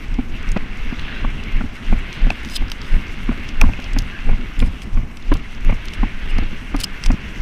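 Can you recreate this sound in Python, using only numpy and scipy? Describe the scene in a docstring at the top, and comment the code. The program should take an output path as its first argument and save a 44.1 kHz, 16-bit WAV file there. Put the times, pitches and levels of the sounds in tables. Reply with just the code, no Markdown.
"""Hurried footsteps on a dirt track and into dry grass, heard from a small camera strapped to the walker.
Each step swings the camera in a slow jolt and thuds through the mount as noise-driven resonances.
Straps and stalks tick, scrape and knock on the case, as noise and fine grains ringing in narrow bands.
Wind rumbles on the port; cloth and grass rustle close by in flickering bands, over steady far grass.
One microphone in the open, mono, with no echo; the loudest blows clip."""
import sys
import numpy as np
from scipy import signal
from scipy.fft import rfft, irfft
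from scipy.io import wavfile
from scipy.ndimage import uniform_filter1d

SR = 44100
rng = np.random.default_rng(int(sys.argv[2]) if len(sys.argv) > 2 else 0)


def put_to_file(sound):
    """Save the sound as 16-bit audio at rate SR, in the file named by the first command-line argument."""
    columns = np.atleast_2d(sound).T  # one column per channel
    safe = np.clip(columns, -1, 1)
    whole_steps = np.round(safe * 32767)
    wavfile.write(sys.argv[1], SR, whole_steps.astype(np.int16))


def gain_from_db(level_db):
    """Convert decibel levels to linear amplitude factors (20 dB per decade)."""
    decades = np.asarray(level_db, float) / 20
    return 10 ** decades


N = 326797
T = np.arange(N) / SR


def colour(x, outline):
    """Filter by an outline of (Hz, dB) that falls away beyond its ends; rms 1."""
    hz, db = np.transpose(outline + [(SR / 2, outline[-1][1] - 60)])
    f = np.arange(len(x) // 2 + 1) * SR / len(x) + 1
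    gain_db = np.interp(np.log(f), np.log(hz), db, left=-99)
    y = irfft(rfft(x) * gain_from_db(gain_db), len(x))
    return y / np.std(y)


def ring(x, hz, width):
    """Two-pole resonance, gain 1 at the centre."""
    return signal.lfilter(*signal.iirpeak(hz, hz / width, SR), x)


def steep(x, hz, width):
    """Three resonances in a row, for steep skirts."""
    return ring(ring(ring(x, hz, width), hz, 2 * width), hz, 2 * width)


def walk(rate):
    """Random levels held 1 / rate s and smoothed twice; standard deviation 1."""
    hold = int(SR / rate)
    x = np.repeat(rng.standard_normal(N // hold + 1), hold)
    x = uniform_filter1d(uniform_filter1d(x, hold), hold)[:N]
    return x / np.std(x)


def crackle(per_s, spread_db):
    """Dense tiny snaps whose sizes have a long but bounded tail; rms 1."""
    hit = rng.random(N) < per_s / SR
    size = gain_from_db(spread_db * np.minimum(rng.exponential(size=N), 4))
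    x = hit * size * rng.standard_normal(N)
    return x / np.std(x)


def add(out, s, x, db, rms_ms=0):
    """Lay a short sound in at s, with its peak at db, or with db as its rms spread over rms_ms."""
    i = max(int(s * SR), 0)
    x = x[:N - i]
    size = np.sqrt(np.sum(x ** 2) * 1000 / (rms_ms * SR)) if rms_ms else np.max(np.abs(x))
    out[i:i + len(x)] += x * gain_from_db(db) / size


def contact(ms, force):
    """Rough contact: a force that swells and dies on a time scale of ms."""
    u = T[:len(force)] * 1000 / ms
    return force * u ** 1.97 * np.exp(-3.5 * u)


def stroke(s, ms, round_by):
    """Arch-shaped pressure of one drag; a smaller round_by makes a flatter arch."""
    return np.sin(np.pi * np.clip((T - s) * 1000 / ms, 0, 1)) ** round_by


# wind on the port and fizz of dry stalks: time_s, wind_db, fizz_db
AIR_LEVELS = [(0.0, -34, -50.5), (3.69, -33.5, -48), (5.32, -36, -51.5), (5.78, -33.5, -49.5),
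              (7.41, -34.5, -49)]
# rustle of cloth and grass close by: time_s, level_db
RUSTLE_LEVELS = [(0.0, -40), (0.19, -41), (0.29, -45), (0.36, -35.5), (0.7, -38), (0.95, -34.5), (1.1, -32),
                 (1.24, -33.5), (1.32, -37), (1.56, -35.5), (1.65, -40), (2.15, -33.5), (2.71, -38.5),
                 (2.83, -34.5), (3.24, -36.5), (3.9, -36.5), (4.64, -38.5), (4.72, -41.5), (5.13, -47.5),
                 (5.29, -40.5), (5.58, -39.5), (5.72, -37), (6.36, -35.5), (6.67, -38.5), (7.41, -36.5)]
# spectra of low wind, wind buffets, rustle and stalk fizz: frequency_hz, relative_level_db (per Hz)
RUMBLE_SPECTRUM = [(8, 14.5), (18, 19), (40, 7), (80, -10), (160, -28)]
BUFFET_SPECTRUM = [(30, 6.5), (60, 7), (126, -2), (240, 0.5), (330, -8), (490, -20), (900, -28)]
RUSTLE_SPECTRUM = [(250, -15), (400, -7), (520, -13.5), (860, -13.5), (1300, -5), (1600, -1.5), (1850, -2),
                   (2100, 2.5), (2400, -1.5), (2720, 1), (3100, -4.5), (3500, -8), (4300, -16.5),
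                   (6000, -26)]
FIZZ_SPECTRUM = [(2000, 13), (3500, -3.5), (4500, -3), (5600, -0.5), (7000, -6.5), (10000, -10),
                 (13000, -12.5), (14500, -14), (15500, -45)]
# steady wind in far grass: frequency_hz, relative_level_db (per Hz)
FAR_GRASS_SPECTRUM = [(300, -11), (600, -4.5), (1100, -2.5), (2000, -13), (4000, -57)]
FAR_GRASS_DB = -49


def air():
    """Wind flutters in the lows; rustle and fizz are hiss plus fine crackle, each band flickering alone."""
    time_s, *columns = np.transpose(AIR_LEVELS)
    wind_db, fizz_db = (np.interp(T, time_s, c) for c in columns)
    rustle_db = np.interp(T, *np.transpose(RUSTLE_LEVELS)) + 0.3 * walk(9.8)

    rumble = colour(rng.standard_normal(N), RUMBLE_SPECTRUM) * gain_from_db(wind_db + 8.0 + 2.0 * walk(13))
    buffet = colour(rng.standard_normal(N), BUFFET_SPECTRUM) * gain_from_db(wind_db + 2.6 * walk(45))

    hiss = rng.standard_normal(N) + 0.75 * crackle(2500, 3.0)
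    rustle_hz = 300 * 2 ** (np.arange(16) / 3.5)
    patchy = sum(ring(hiss, hz, hz / 5) * hz ** -.5 * gain_from_db(2.8 * walk(21.92)) for hz in rustle_hz)
    rustle = colour(patchy, RUSTLE_SPECTRUM) * gain_from_db(rustle_db)

    grit = rng.standard_normal(N) + 0.49 * crackle(500, 1.4)
    fizz_hz = 3000 * 2 ** (np.arange(6) / 2)
    flicker = sum(ring(grit, hz, hz / 3) * hz ** -.5 * gain_from_db(3.2 * walk(45)) for hz in fizz_hz)
    fizz = colour(flicker, FIZZ_SPECTRUM) * gain_from_db(fizz_db + 0.7 * walk(60))

    far_grass = colour(rng.standard_normal(N), FAR_GRASS_SPECTRUM) * gain_from_db(FAR_GRASS_DB)
    return far_grass + rumble + buffet + rustle + fizz


# heel strikes jolting the camera: centre_s, peak_db, swing_hz, length_ms (between half-height points)
JOLTS = [(0.1308, -14.5, 30, 94), (0.503, -8.5, 26, 56), (0.866, -14, 21.6, 58), (1.2463, -13, 27, 110),
         (1.553, -6, 21, 41), (1.913, -5, 23, 75), (2.243, -4.5, 28.5, 55), (2.618, -8.5, 22.4, 42),
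         (2.939, -3.5, 23.3, 48), (3.2904, -11.5, 28, 65), (3.631, -2, 22.4, 86), (3.96, -8.5, 28.6, 93),
         (4.2885, -3.5, 19.5, 72), (4.62, -5.5, 24.2, 79), (4.962, -7.5, 23, 83), (5.315, -6.5, 25.7, 70),
         (5.679, -4.5, 22, 75), (6.018, -8, 31.4, 48), (6.37, -9.5, 22, 114), (6.762, -15.5, 31.6, 92),
         (7.088, -3.5, 27, 56), (7.405, -10.5, 30, 33)]
# shudder during a jolt: frequency_hz, relative_level_db (per Hz)
SHUDDER_SPECTRUM = [(25, 11.5), (50, 3.5), (100, -3), (200, -10.5), (400, -28), (900, -31.5)]


def jolts():
    """The camera swings slowly on its strap as the heel lands, dying slower than it starts, and shudders."""
    out, force = np.zeros(N), np.zeros(N)
    for centre_s, db, hz, ms in JOLTS:
        t = T - centre_s
        half_s = ms / 2000 * (1 + 0.14 * np.sign(t))
        swing = gain_from_db(db) * 2 ** -((t / half_s) ** 2)
        out += swing * np.cos(2 * np.pi * hz * t)
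        force += swing
    # the shudder lingers after the swing
    force = signal.lfilter([1 / (0.021 * SR)], [1, 1 / (0.023 * SR) - 1], force)
    return out + gain_from_db(-12.0) * force * colour(rng.standard_normal(N), SHUDDER_SPECTRUM)


# placed ticks of straps and stalks: start_s, peak_db, centre_hz, edge_rms_db (bright), body_rms_db (below)
TICKS = [(0.1411, -33, 4800, -66, -42.5), (0.428, -36, 6200, -60, -46), (0.489, -31, 5200, -60, -37),
         (0.5172, -26, 6700, -63, -47), (0.5728, -30, 5000, -59, -50), (0.994, -26, 3600, -64, -38),
         (1.436, -30, 4500, -60, -36), (2.128, -21.5, 4470, -55, -30), (2.3027, -23.5, 5100, -57, -28),
         (2.433, -44, 8000, -58, -46), (2.4475, -34, 5030, -59, -30), (2.457, -44, 7500, -59, -44),
         (2.4873, -32, 4990, -52, -33), (2.4982, -25, 4740, -48, -39), (2.5644, -12, 3770, -34.5, -27.5),
         (2.682, -30, 4500, -58, -43), (2.699, -30, 5500, -52, -34), (2.7172, -12, 4700, -40, -21),
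         (2.816, -24, 4500, -57, -43), (3.489, -25, 4380, -60, -34), (3.6132, -14, 5160, -28.5, -16.5),
         (3.7998, -36, 4200, -59, -35), (3.8217, -34, 4730, -58, -38), (3.8416, -25.5, 4700, -58, -43),
         (3.933, -28.5, 5900, -56, -42), (3.9868, -12.5, 4640, -31, -37), (4.0206, -33, 4800, -51, -36),
         (4.5925, -28, 6970, -56, -37), (4.601, -41, 4190, -47, -24), (4.8187, -33, 4540, -56, -31.5),
         (5.17, -34, 5200, -68, -35.5), (5.339, -21.5, 4570, -38, -47), (5.5486, -32, 4460, -62, -46),
         (5.648, -38, 4090, -49, -44), (5.709, -38, 4370, -53, -46), (5.744, -37, 4710, -62, -39),
         (5.8548, -29.5, 4200, -44.5, -50), (5.8835, -24, 4030, -59, -50), (5.9353, -32, 4760, -52, -29),
         (6.3838, -22, 4570, -45.5, -43), (6.434, -29, 4170, -61, -46), (6.764, -27, 5560, -38, -38),
         (6.8023, -31, 4980, -31, -37), (6.84, -12, 4930, -27.5, -26), (7.0378, -15.5, 4900, -51, -24),
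         (7.0604, -17.5, 5000, -52, -21.5), (7.117, -26.5, 6000, -60, -43)]
# resonance width as a share of the centre; decay at 0 dB peak, and its change per dB of level
TICK_WIDTH, TICK_MS, TICK_MS_PER_DB = 0.49, 2.27, 0.1
# further faint ticks at random times: how many, mean peak level, largest departure from it, pitch range
FAINT_COUNT, FAINT_DB, FAINT_SCATTER_DB = 30, -38.5, 4
FAINT_LO_HZ, FAINT_HI_HZ = 3520, 6400


def ticks():
    """Brief dry snaps, each with its own band, a bright edge and a body below."""
    out = np.zeros(N)
    when, size, pitch = rng.random((FAINT_COUNT, 3)).T
    faint_db = FAINT_DB + FAINT_SCATTER_DB * (2 * size - 1)
    faint_hz = FAINT_LO_HZ * (FAINT_HI_HZ / FAINT_LO_HZ) ** pitch
    rows = TICKS + list(zip(when * N / SR, faint_db, faint_hz, faint_db - 28, faint_db - 19))
    for (s, db, hz, edge_db, body_db), noise in zip(rows, rng.standard_normal((len(rows), 2048))):
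        t_ms = T[:len(noise)] * 1000
        onset = (1 - np.exp(-t_ms / 0.77)) ** 2
        decay_ms = max(TICK_MS + TICK_MS_PER_DB * db, 1)
        decay = np.exp(-t_ms / decay_ms) + 0.042 * np.exp(-t_ms / 6)
        snap = noise * onset * decay
        body = ring(ring(snap, 2650, 2300), 2700, 3100) + 0.5 * ring(snap, 1300, 1100)
        add(out, s - .0005, steep(snap, hz, TICK_WIDTH * hz), db)
        add(out, s - .0005, steep(snap, 9250, 4900), edge_db, 4.5)
        add(out, s, body, body_db, 2.6)
    return out


# thuds through the mount, some with a rebound just after:
# start_s, thud_peak_db, crunch_rms_db, crunch_hz (its own resonance), rattle_rms_db
THUDS = [(0.186, -9.5, -35, 780, -36), (0.562, -10, -22.5, 580, -32), (0.924, -14, -37, 620, -37),
         (1.242, -21, -27.5, 710, -37), (1.607, -17.5, -30, 1200, -44), (1.639, -20, -50, 886, -49),
         (1.924, -11.5, -26.5, 610, -30), (2.267, -16.5, -31, 567, -39), (2.311, -19, -36, 1070, -36),
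         (2.613, -23, -37, 710, -38), (2.962, -18, -43, 590, -42), (3.289, -8, -30.5, 1000, -32),
         (3.314, -23, -34, 605, -35), (3.611, -25, -22, 750, -31), (3.635, -10, -26, 880, -38),
         (3.688, -20, -35.5, 740, -38), (3.788, -21.5, -35, 1350, -41), (3.962, -16.5, -29.5, 1300, -31),
         (4.29, -21, -29, 560, -31), (4.327, -23, -38, 960, -38), (4.621, -12.5, -26.5, 530, -26.5),
         (4.669, -23.5, -54, 554, -46), (4.971, -21, -37, 1000, -37), (5.317, -8, -21, 1000, -28.5),
         (5.353, -24, -33.5, 560, -42), (5.692, -17.5, -25.5, 720, -28), (5.722, -17, -31.5, 593, -32),
         (6.03, -12, -26, 760, -31), (6.384, -14.5, -30, 614, -32), (6.424, -17.5, -48, 552, -43),
         (6.743, -12.5, -25.5, 950, -32), (7.1, -11, -27, 656, -31), (7.138, -15, -46, 993, -42)]
# what the rough contact rings in the mount above the thud: frequency_hz, width_hz, relative_level_db
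MOUNT_MODES = [(529, 340, 1.5), (1000, 270, -5.5), (1343, 137, -7)]
# lowest mode of the mount before detuning; spread of the detuning from thud to thud, as a share
THUD_HZ, DETUNE = 238.7, 0.092
RATTLE_HZ, RATTLE_WIDTH_HZ = 2295, 310


def thuds():
    """The rough, stuttering contact crunches through the mount; a soft push rings its lowest mode."""
    out = np.zeros(N)
    for row, noise in zip(THUDS, rng.standard_normal((len(THUDS), 4097))):
        s, db, crunch_db, crunch_hz, rattle_db = row
        hz = THUD_HZ * np.exp(DETUNE * noise[-1])
        noise = noise[:-1]
        stutter = 0.033 + uniform_filter1d(noise[::-1], size=28) ** 2
        rough = contact(9.5, noise * stutter)
        push = contact(2.53, np.ones(len(noise))) + 15 * rough
        add(out, s, ring(ring(push, hz, 44), hz, 550), db)

        crunch = steep(rough, crunch_hz, 350) + 1.27 * steep(rough, 740, 840)
        crunch += sum(gain_from_db(d) * steep(rough, f, w) for f, w, d in MOUNT_MODES)
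        add(out, s - .002, crunch, crunch_db, 16)
        add(out, s - .002, steep(rough, RATTLE_HZ, RATTLE_WIDTH_HZ), rattle_db, 4.5)
    return out


# hard knocks on the case: start_s, peak_db
KNOCKS = [(0.5738, -21), (2.3036, -6), (3.6138, 0.5), (3.735, -19), (4.189, -22.5), (6.313, -23.5)]
# modes of the case: frequency_hz, width_hz, relative_level_db
CASE_MODES = [(780, 240, -2.5), (1300, 330, -9), (1790, 180, -9), (2520, 344, 2), (3300, 250, -21)]


def knocks():
    """Something hard strikes the case and its modes ring for a few ms."""
    out = np.zeros(N)
    for (s, db), noise in zip(KNOCKS, rng.standard_normal((len(KNOCKS), 2048))):
        blow = contact(1.33, noise)
        modes = sum(gain_from_db(d) * ring(ring(blow, hz, w), hz, 2 * w) * (hz / w) ** .5 for hz, w, d in CASE_MODES)
        add(out, s - .0007, modes, db)
    return out


# soft brushes, each hissing in one band: start_s, length_ms, centre_hz, width_hz, level_db (before the arch)
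BRUSHES = [(0.93, 300, 3450, 1100, -46), (1.07, 40, 1680, 150, -40), (1.16, 35, 1577, 146, -38),
           (1.38, 26, 2770, 250, -36), (4.12, 80, 1650, 200, -37), (4.385, 67, 247, 59, -32),
           (6.285, 39, 2840, 200, -36.5), (6.86, 110, 1660, 260, -43)]
# scrapes of something dragging past the case: start_s, length_ms, level_db (before the arch)
SCRAPES = [(2.12, 37, -51), (2.43, 74, -50), (2.49, 85, -37.5), (2.552, 25, -28), (2.81, 210, -51.5),
           (4.59, 40, -46), (4.63, 62, -45.5), (4.811, 37, -46), (5.93, 30, -45), (6.28, 42, -47),
           (6.775, 62, -38), (6.797, 25, -32.5), (6.834, 15.7, -18.5), (7.02, 56, -41), (7.056, 14, -33)]
# modes of what drags past the case: frequency_hz, width_hz, relative_level_db
SCRAPE_MODES = [(3050, 320, 9.5), (4070, 1450, 10), (5000, 100, 18), (6000, 1500, -7), (7660, 290, 6),
                (9190, 250, 9.5), (12700, 740, 0)]
# flicker of the whole scrape and of each mode, as standard deviations
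SCRAPE_FLICKER_DB, MODE_FLICKER_DB = 1.2, 1.8


def scrapes():
    """Stick-slip grains excite the modes of what drags past the case; duller brushes hiss in one band."""
    grains = crackle(4300, 0.54)
    slips = crackle(6000, 1.5)
    modes = sum(gain_from_db(db + MODE_FLICKER_DB * walk(90)) * ring(ring(slips, hz, w), hz, 6 * w)
                for hz, w, db in SCRAPE_MODES)
    pressure = sum(gain_from_db(db) * stroke(s, ms, 1.0) for s, ms, db in SCRAPES)
    out = modes / np.std(modes) * pressure * gain_from_db(SCRAPE_FLICKER_DB * walk(220))
    for s, ms, hz, w, db in BRUSHES:
        band = ring(ring(grains, hz, w), hz, 0.88 * w)
        out += band / np.std(band) * gain_from_db(db) * stroke(s, ms, 0.22)
    return out


def scene():
    """All sources reach one microphone in the open, with no echo."""
    return (air() + jolts() + ticks() + thuds() + knocks() + scrapes())[None]


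def roll_off(x):
    """The treble ends steeply here."""
    return signal.sosfilt(signal.butter(12, 15620, fs=SR, output="sos"), x)


def record(dry):
    """The microphone input clips at full scale and a steep low-pass cuts the top at 15.6 kHz."""
    clipped = np.clip(dry, -1, 1)
    low_pass = signal.ellip(8, .2, 70, 15600, fs=SR, output="sos")
    mix = signal.sosfilt(low_pass, clipped)
    return roll_off(mix)


dry = scene()
out = record(dry)
put_to_file(out)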